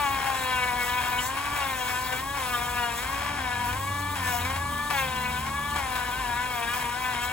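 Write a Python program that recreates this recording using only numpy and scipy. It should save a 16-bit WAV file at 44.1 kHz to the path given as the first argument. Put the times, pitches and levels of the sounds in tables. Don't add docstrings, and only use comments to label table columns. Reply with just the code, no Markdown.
import sys
import numpy as np
from scipy import signal
from scipy.fft import rfft, irfft
from scipy.io import wavfile
from scipy.ndimage import uniform_filter1d, map_coordinates

SR = 44100
rng = np.random.default_rng(int(sys.argv[2]) if len(sys.argv) > 2 else 0)


def file_out(sig):
    cols = np.atleast_2d(sig).T
    lim = np.clip(cols, -1, 1)
    pcm = np.round(lim * 32767).astype(np.int16)
    wavfile.write(sys.argv[1], SR, pcm)


N = 322812
TIME = np.arange(N) / SR
FREQ = np.arange(N // 2 + 1) * SR / N


def undb(db):
    return 10 ** (np.asarray(db) / 20)


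def unit(x):
    return x / np.sqrt(np.mean(x ** 2))


def curves(table):
    s, *columns = np.transpose(table)
    return [np.interp(TIME, s, c) for c in columns]


def response(points):
    hz, db = np.transpose(points)
    return undb(np.interp(np.log(FREQ + 1), np.log(hz), db))


def shape(x, gain):
    return irfft(rfft(x) * gain, N)


def noise():
    return rng.standard_normal(N)


def walk(rate_hz):
    steps = rng.standard_normal(N // 16)
    for _ in range(2):
        steps = uniform_filter1d(steps, size=4)
    return unit(np.interp(TIME * rate_hz * 8, np.arange(len(steps)), steps))


def swell(middle, length):
    return np.cos(np.pi * np.clip((TIME - middle) / length, -.5, .5)) ** 2


def swells(table):
    return sum(np.outer(heights, swell(middle, length)) for middle, length, *heights in table)


def press(start, end, attack, release):
    rise = 1 - np.exp(-np.clip(TIME - start, 0, end - start) / attack)
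    return rise * np.exp(-np.maximum(TIME - end, 0) / release)


def tone(turns, order, flutter, flutter_hz, beat=1):
    wobble = 1 + flutter * (walk(flutter_hz) + 1j * walk(flutter_hz))
    wobble = wobble / np.sqrt(.5 + flutter ** 2)
    return np.real(beat * wobble * np.exp(2j * np.pi * (order * turns + rng.random())))


# (start [s], lifted [s], loss of speed it tends to [turns/s],
# time constant of the sag [s], rise of buzz [dB], rise of rasp [dB], rise of rattle [dB])
STROKES = [(0, .302, 26.1, 0.095, 0, 0.5, 2), (0.301, 1.234, 45.96, 0.16, 2, 1.5, 3),
           (1.567, 2.162, 41.16, 0.17, -1, -0.5, 2), (2.369, 2.987, 48.22, 0.059, -2, 0.5, 2),
           (3.37, 3.683, 50.36, 0.056, -3, -1, 4), (4.153, 4.438, 41.13, 0.038, -3, 0, 2.5),
           (4.916, 5.373, 44.9, .111, -1, 0, 0.5), (5.773, 6.115, 47.36, 0.083, -2, 0.5, 3),
           (6.203, 7.397, 39.98, 0.1, -2, 0.1, 2)]
# (middle [s], length [s], further loss of speed [turns/s])
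LEANS = [(0.78, 0.44, 3.8), (1.85, 0.47, 9.9), (2.58, 0.17, 4.2), (2.93, 0.41, 9.7), (3.73, 0.1, 8.4),
         (4.37, 0.32, 10.8), (6.29, 0.4, 16.3), (6.64, 0.37, 19.5), (6.88, 0.29, 13.4), (7.2, 0.33, 11.6)]
FREE_HZ, RECOVER_S = 293.4, .149


def spindle():
    drag = sum(loss * press(start, end, sag, RECOVER_S) for start, end, loss, sag, *_ in STROKES)
    return FREE_HZ - drag - swells(LEANS)[0]


TOUCH_S = .0048


def pressure():
    return sum(press(start, end, TOUCH_S, TOUCH_S) for start, end, *_ in STROKES)


# (start [s], end [s], rise of the commutator's tone [dB])
FREE_RUNS = [(2.21, 2.34, -1.5), (3.775, 4.145, -.5), (4.565, 4.895, .5), (5.49, 5.745, 3)]
CLEARING_S = .03


def free_running():
    return sum(np.outer([1, db], press(start, end, CLEARING_S, TOUCH_S)) for start, end, db in FREE_RUNS)


# (middle [s], length [s], rise of hum [dB], of whine [dB], of buzz [dB])
GRIPS = [(.05, 0.68, 11.5, 4, 2.5), (.3, 0.19, 11.5, 2.5, 0), (.57, 0.41, 1.5, 5, -1),
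         (.74, 0.19, 6, 4, -3.5), (.97, 0.35, 0, 5.5, -1.5), (1.15, 0.26, 4.5, 3.5, -1.5),
         (1.63, 0.16, 10, 2, 4.5), (2.56, 0.25, 5.5, -7, 2), (2.84, 0.21, 6, 3, 4),
         (3.65, 0.17, 0.5, 6, -2.5), (4.35, 0.11, 10.5, 1, 1.5), (4.98, 0.22, 10.5, 2, 6),
         (5.22, 0.25, -1.5, 1, 1.5), (5.76, 0.2, 5, -0.5, 1.5), (6.27, 0.14, 4, 3, -1),
         (6.38, 0.25, 0, 5, -0.5), (6.63, 0.28, 4.5, -0.5, 0.5), (7.07, 0.15, 0.5, 2.5, 2.5)]
# (middle [s], length [s], loss of hum [dB], loss of whine [dB])
DIPS = [(.86, .12, -4, 5), (1.035, 0.068, -3, 21), (1.22, 0.034, 12, 18), (1.77, .08, 7, 7),
        (2.16, 0.11, 3, 16), (2.39, .09, 2, -1), (3.01, 0.23, 5, 10), (3.38, 0.23, -2, 7),
        (4.17, .05, -2, 15), (4.44, 0.2, 1, 3), (4.955, 0.063, -4, 12), (6.17, .08, 0, 1),
        (6.71, 0.12, 12, 8), (6.89, 0.13, 28, -3), (6.99, 0.065, 6, 7)]
# (middle [s], length [s], rise of rattle [dB])
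SKIPS = [(.23, 0.35, 6), (1.07, 0.29, 3.5), (1.46, 0.64, 4.5), (1.9, .11, 4.5), (2.09, 0.09, 2),
         (3.23, 0.51, 7), (4.25, 0.15, 3), (4.53, 0.16, -3.5), (5.46, 0.13, 4), (6, 0.16, 2.5),
         (6.81, 0.14, 4), (7.16, 0.12, 4)]
# (middle [s], length [s], rise of rasp [dB])
SCRAPES = [(.05, 0.24, 2), (.85, 0.15, 1.5), (1.25, 0.17, 5.5), (1.9, 1, 3.5), (2.52, 0.6, 2),
           (2.98, 0.14, 2.5), (3.67, .1, 3), (4.32, 0.3, 4.5), (4.98, 0.21, 4), (6.76, 0.22, 3.5),
           (7.24, 0.092, 4)]
HUM_DB, WHINE_DB, BUZZ_DB, RATTLE_DB, GRIT_DB = -38, -34, -31, -38.5, -38.5
LIFT_DB, LIFT_DELAY_S, LIFT_S = 2, .068, .16
SKIP_DUCK = .44
FREE_RATTLE_DB = -6


def contact():
    load, bite, shake = sum(np.outer(rises, press(start, end, TOUCH_S, TOUCH_S))
                            for start, end, _, _, *rises in STROKES)
    lift = sum(swell(end + LIFT_DELAY_S, LIFT_S) for _, end, *_ in STROKES)
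    hum_grip, whine_grip, buzz_grip = swells(GRIPS)
    hum_dip, whine_dip = swells(DIPS)
    skip, = swells(SKIPS)
    scrape, = swells(SCRAPES)
    free, _ = free_running()
    slack = LIFT_DB * lift + SKIP_DUCK * skip
    hum_db = HUM_DB + hum_grip - hum_dip - slack
    whine_db = WHINE_DB + whine_grip - whine_dip - slack / 4
    buzz_db = BUZZ_DB + load + buzz_grip - slack
    rattle_db = RATTLE_DB + shake + skip + FREE_RATTLE_DB * free
    grit_db = GRIT_DB + bite + scrape
    return hum_db, whine_db, buzz_db, rattle_db, grit_db


# (middle [s], length [s], centre [Hz], rise [dB])
RINGS = [(0.475, 0.33, 3900, 4.5), (0.513, 0.46, 520, 6.5), (0.562, 0.1, 2720, 8), (0.65, 0.33, 2200, 7),
         (0.766, 0.45, 1900, 5.5), (0.82, .12, 3800, 3), (0.986, 0.13, 2410, 6), (1.071, 0.095, 1203, 11),
         (1.194, 0.05, 3050, 13), (1.82, 0.48, 490, 6), (2.035, 0.14, 4700, 15), (2.136, 0.11, 500, 11),
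         (2.551, 0.27, 1160, 6.5), (2.7, 1, 5300, 4), (2.85, 0.57, 1200, 3.5), (2.879, 0.54, 1670, -0.5),
         (3.54, 0.53, 1600, 5.5), (4.255, 0.19, 1810, 9.5), (4.267, 0.24, 2700, 3), (5.01, 0.11, 2670, 8.5),
         (5.054, 0.096, 496, 4), (6.02, 0.31, 1748, 6.5), (6.36, 0.53, 1610, 7), (6.668, 0.17, 2800, 4.5),
         (6.71, 0.41, 1751, 6.5), (7.24, .1, 2650, 8)]
RING_OCTAVES = .18


def rings(speed, orders):
    middle, length, hz, db = np.transpose(RINGS)
    octaves = np.log2(np.outer(orders, np.interp(middle, TIME, speed)) / hz)
    closeness = np.exp(-(octaves / RING_OCTAVES) ** 2)
    return (db * closeness) @ np.array([swell(*span) for span in zip(middle, length)])


BEATS_PER_TURN = .0964
BEAT_FREE, BEAT_PRESSED = .52, .17


def beating(turns, pressed):
    size = np.interp(pressed, [0, 1], [BEAT_FREE, BEAT_PRESSED])
    phase = 2 * np.pi * BEATS_PER_TURN * turns + .8 * walk(7)
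    return (1 + size * np.exp(1j * phase)) / np.sqrt(1 + size ** 2)


def bounce(turns, rattle_db):
    depth = np.interp(rattle_db, [-35, -29], [0, .5])
    chop = 1 + depth * np.cos(2 * np.pi * turns / 4 + walk(8))
    return chop / np.sqrt(1 + depth ** 2 / 2)


DRONE_DB, SECOND_DB = -50.5, -15.5


def motor(turns, speed, beat, hum_db, whine_db, buzz_db):
    drone = undb(DRONE_DB) * tone(turns, order=1, flutter=.3, flutter_hz=8)
    octave_db = SECOND_DB + buzz_db + rings(speed, [2])[0]
    octave = undb(octave_db) * tone(turns, order=2, flutter=.3, flutter_hz=8)
    hum = undb(hum_db) * tone(turns, order=3, flutter=.18, flutter_hz=15)
    whine = undb(whine_db) * tone(turns, order=4, flutter=.12, flutter_hz=20, beat=beat)
    return drone + octave + hum + whine


# (centre [Hz], width [Hz], level [dB])
HOUSING = [(761.7, 19.4, 16), (1006, 185, 8), (1180, 83, 3), (1501, 125, 7), (1665, 300, 5.5),
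           (2220, 340, 5), (2730, 210, -3.5), (3162, 176, 1.5), (3740, 200, -10), (5090, 67, 6)]


def housing(force, tilt_db, low_hz):
    s = 1j * FREQ
    modes = sum(undb(db) * s * width / (hz ** 2 + s * width + s ** 2) for hz, width, db in HOUSING)
    tilt = undb(tilt_db * np.log2(1 + FREQ / 1000))
    bass_cut = FREQ ** 4 / (FREQ ** 4 + low_hz ** 4)
    return unit(shape(force, modes * tilt * bass_cut))


# (multiple of the speed, level against buzz overtones [dB])
FREE_TONES = [(5, -7), (6, 3.5), (7, -5), (8, -3), (9, -9), (10, -5.5), (11, -6), (12, -0.5), (13, -2.5),
              (14, -3), (15, -3)]
COMMUTATOR_ORDER = 6


def buzz(turns, speed, buzz_db):
    load = np.interp(speed, [245, 285], [1, .45])
    shaken = turns + .0035 * load * walk(70)
    orders = np.arange(5, 26)
    overtones = 0
    for k, ring_db in zip(orders, rings(speed, orders)):
        ragged = tone(shaken, order=k, flutter=min((k / 14) ** 2.5, .8), flutter_hz=3 * k)
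        bright_db = .07 * (buzz_db + 32) * min(k - 6, 3)
        top_loss_db = np.interp(k, [16, 19], [0, 9])
        dull_db = (1 - load) * np.interp(k, [8, 14], [0, 7])
        jump_db = 3.7 * load * np.tanh(2 * walk(13))
        overtones = overtones + ragged * undb(bright_db - top_loss_db + ring_db + jump_db - dull_db)
    free, commutator_db = free_running()
    running = 0
    for k, db in FREE_TONES:
        level_db = db + commutator_db * (k == COMMUTATOR_ORDER) + 1.5 * walk(12)
        running = running + undb(level_db) * tone(turns, k, flutter=(k / 12) ** 2, flutter_hz=3 * k)
    force = (1 - free) * overtones * undb(1.6 * load * walk(30)) + free * running
    return housing(force, tilt_db=-3.4, low_hz=500)


# (frequency [Hz], relative level per Hz [dB])
RASP = [(300, -25), (1500, -4), (3000, -1), (4500, -1), (6000, -1), (7000, -1.5), (7800, 2), (9000, 1.3),
        (10500, .3), (11700, -4.5), (13500, -1), (14800, -3), (15600, -1)]
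# (rasp level [dB], mean gain above 13 kHz [dB])
SIZZLE = [(-39, -3.5), (-37.5, 0.5), (-30, 5)]
SING_HZ, SING_WIDTH_HZ, SING_DB = 6300, 1200, -3


def grit(turns, grit_db):
    drum = rng.standard_normal((12, 180))
    place = [(TIME * 14) % len(drum), turns % 1 * drum.shape[1]]
    repeating = unit(map_coordinates(drum, place, order=3, mode="grid-wrap"))
    hold = np.interp(grit_db, [-40, -33], [.4, .85])
    scratch = hold * repeating + np.sqrt(1 - hold ** 2) * noise()
    bite_db = 3.5 * hold * np.cos(2 * np.pi * turns) + walk(300) + .7 * walk(10)
    rasp = shape(scratch * undb(bite_db), response(RASP))
    band = np.exp(-((FREQ - SING_HZ) / SING_WIDTH_HZ) ** 2)
    depth = np.interp(grit_db, [-37, -33], [0, 1])
    rasp = rasp + depth * undb(SING_DB) * shape(repeating, band)
    sizzle = shape(rasp, np.clip((FREQ - 11000) / 2000, 0, 1))
    sizzle_db = np.interp(grit_db, *np.transpose(SIZZLE)) + 1.9 * walk(8)
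    return unit(rasp + sizzle * (undb(sizzle_db) - 1))


def knocks(turns, slip, scatter_db):
    whole = np.arange(1, int(turns[-1]))
    chance = rng.standard_normal((len(whole), 2))
    at = np.interp(whole + slip * chance[:, 0], turns, np.arange(N))
    taps = at.astype(int)[:, None] + np.arange(-7, 9)
    pulse = np.sinc(taps - at[:, None]) * undb(scatter_db * chance[:, 1:])
    return np.bincount(np.clip(taps, 0, N - 1).ravel(), pulse.ravel(), N)


def rattle(turns):
    force = unit(knocks(turns, slip=.16, scatter_db=2.2)) + .85 * noise()
    return housing(force, tilt_db=-4.5, low_hz=537)


# (time [s], level in the rattle [dB], time constant of fading [s])
CATCHES = [(.262, -33, .02), (.345, -33, .02), (1.012, -35, .03), (1.37, -33, .025), (1.455, -33, .015),
           (1.562, -33, .025), (1.603, -38, .04), (1.878, -34, .03), (2.125, -35, .02), (2.372, -35, .04),
           (3.025, -32, .025), (3.728, -32, .015), (4.155, -33, .03), (4.27, -32, .02), (4.45, -31, .025),
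           (4.5, -34, .03), (4.56, -33, .015), (4.902, -28, .025), (5.464, -34, .015), (5.76, -30.5, .022),
           (5.955, -34, .02), (6.735, -34, .04), (7.135, -36, .015)]


def catches():
    return sum(undb(db) * (TIME >= s) * np.exp(-np.abs(TIME - s) / fade) for s, db, fade in CATCHES)


WHIR_HZ, WHIR_WIDTH_HZ, WHIR_DB = 956, 157, -42.5


def whir():
    band = np.exp(-((FREQ - WHIR_HZ) / WHIR_WIDTH_HZ) ** 2)
    return undb(WHIR_DB) * unit(shape(noise(), band))


# (frequency [Hz], left minus right [dB])
SHADE = [(520, 0), (660, 11), (750, 17), (870, 8), (1000, 3), (1200, 0), (1500, 5.4), (1750, 5.3),
         (2050, 1.8), (3200, 3.2), (4450, 7.8), (5400, 7.7), (7500, .6), (9000, 0)]
# (frequency [Hz], lead of the left [rad])
LEAD = [(0, 0), (400, .35), (640, 1.3), (850, -.8), (1150, 0), (1400, 1.1), (1650, .5), (2700, 1.3),
        (4400, 1), (5300, 2.4), (6300, .6), (7200, 0), (9000, -3.14), (15300, -12.57)]


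def ports(x, scattered=None, share=0):
    path = np.exp(-1j * np.interp(FREQ, *np.transpose(LEAD))) / response(SHADE)
    right = shape(x, np.sqrt(1 - share) * path)
    if scattered is not None:
        right = right + shape(scattered, np.sqrt(share) * path)
    return np.array([x, right])


# (time [s], firing rate [Hz], firing tone [dB], second-order overtone [dB])
ENGINE = [(2.999, 50.5, -34, -55), (3.331, 78.3, -41.5, -47.5), (3.55, 95.1, -41, -55.5),
          (3.73, 99.3, -36, -51.5), (4.43, 87.22, -36.5, -47.5), (4.6, 85, -35.5, -50),
          (4.72, 81.2, -43.5, -48), (5.03, 74.2, -46, -48.5), (5.29, 74.1, -43.5, -46),
          (5.74, 75.8, -41.5, -48), (5.95, 67, -45, -69), (6.27, 47.88, -41, -62), (6.401, 42.2, -64, -60)]
# (multiple of the firing rate, level against the second-order overtone [dB])
ENGINE_ORDERS = [(2, 0), (3, 0.5)]
ENGINE_FADE_S = .26


def engine():
    hz, firing_db, overtones_db = curves(ENGINE)
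    turns = np.cumsum(hz) / SR
    firing = tone(turns, order=1, flutter=.2, flutter_hz=6)
    overtones = sum(undb(db) * tone(turns, k, flutter=.2, flutter_hz=4) for k, db in ENGINE_ORDERS)
    heard = press(ENGINE[0][0], ENGINE[-1][0], ENGINE_FADE_S, ENGINE_FADE_S)
    return heard * (undb(firing_db) * firing + undb(overtones_db) * overtones)


# (frequency [Hz], relative level per Hz [dB])
TOWN = [(20, -18), (35, -16), (55, 0.5), (80, -1), (130, -5), (200, -12), (350, -15.5), (600, -17),
        (1500, -30), (5000, -74), (16000, -154)]
TOWN_DB = -42


def town():
    mid, side = (unit(shape(noise(), response(TOWN))) for _ in range(2))
    side = shape(side, np.minimum(FREQ / 450, 1))
    return undb(TOWN_DB + .5 * walk(5.9)) * np.array([mid + side, mid - side])


# (frequency [Hz], share of power [0-1])
RASP_SCATTER = [(2500, .3), (4500, .6), (7500, .14)]


def scene():
    speed = spindle()
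    hum_db, whine_db, buzz_db, rattle_db, grit_db = contact()
    turns = np.cumsum(speed * (1 + .003 * walk(22))) / SR
    chop = bounce(turns, rattle_db)
    beat = beating(turns, pressure())
    tones = motor(turns, speed, beat, hum_db, whine_db, buzz_db) * chop
    tones = tones + undb(buzz_db) * buzz(turns, speed, buzz_db) + whir()
    catch = catches()
    chatter = [(undb(rattle_db) * chop + catch) * rattle(turns) for _ in range(2)]
    rasp = [(undb(grit_db) + catch / 4) * grit(turns, grit_db) for _ in range(2)]
    rasp_share = np.interp(FREQ, *np.transpose(RASP_SCATTER))
    tool = ports(tones) + ports(*chatter, share=.51) + ports(*rasp, share=rasp_share)
    return tool + engine() + town()


TOP_HZ = 15800


def record(dry):
    low_pass = signal.ellip(12, .1, 80, TOP_HZ, fs=SR, output="sos")
    return signal.sosfilt(low_pass, dry)


dry = scene()
out = record(dry)
file_out(out)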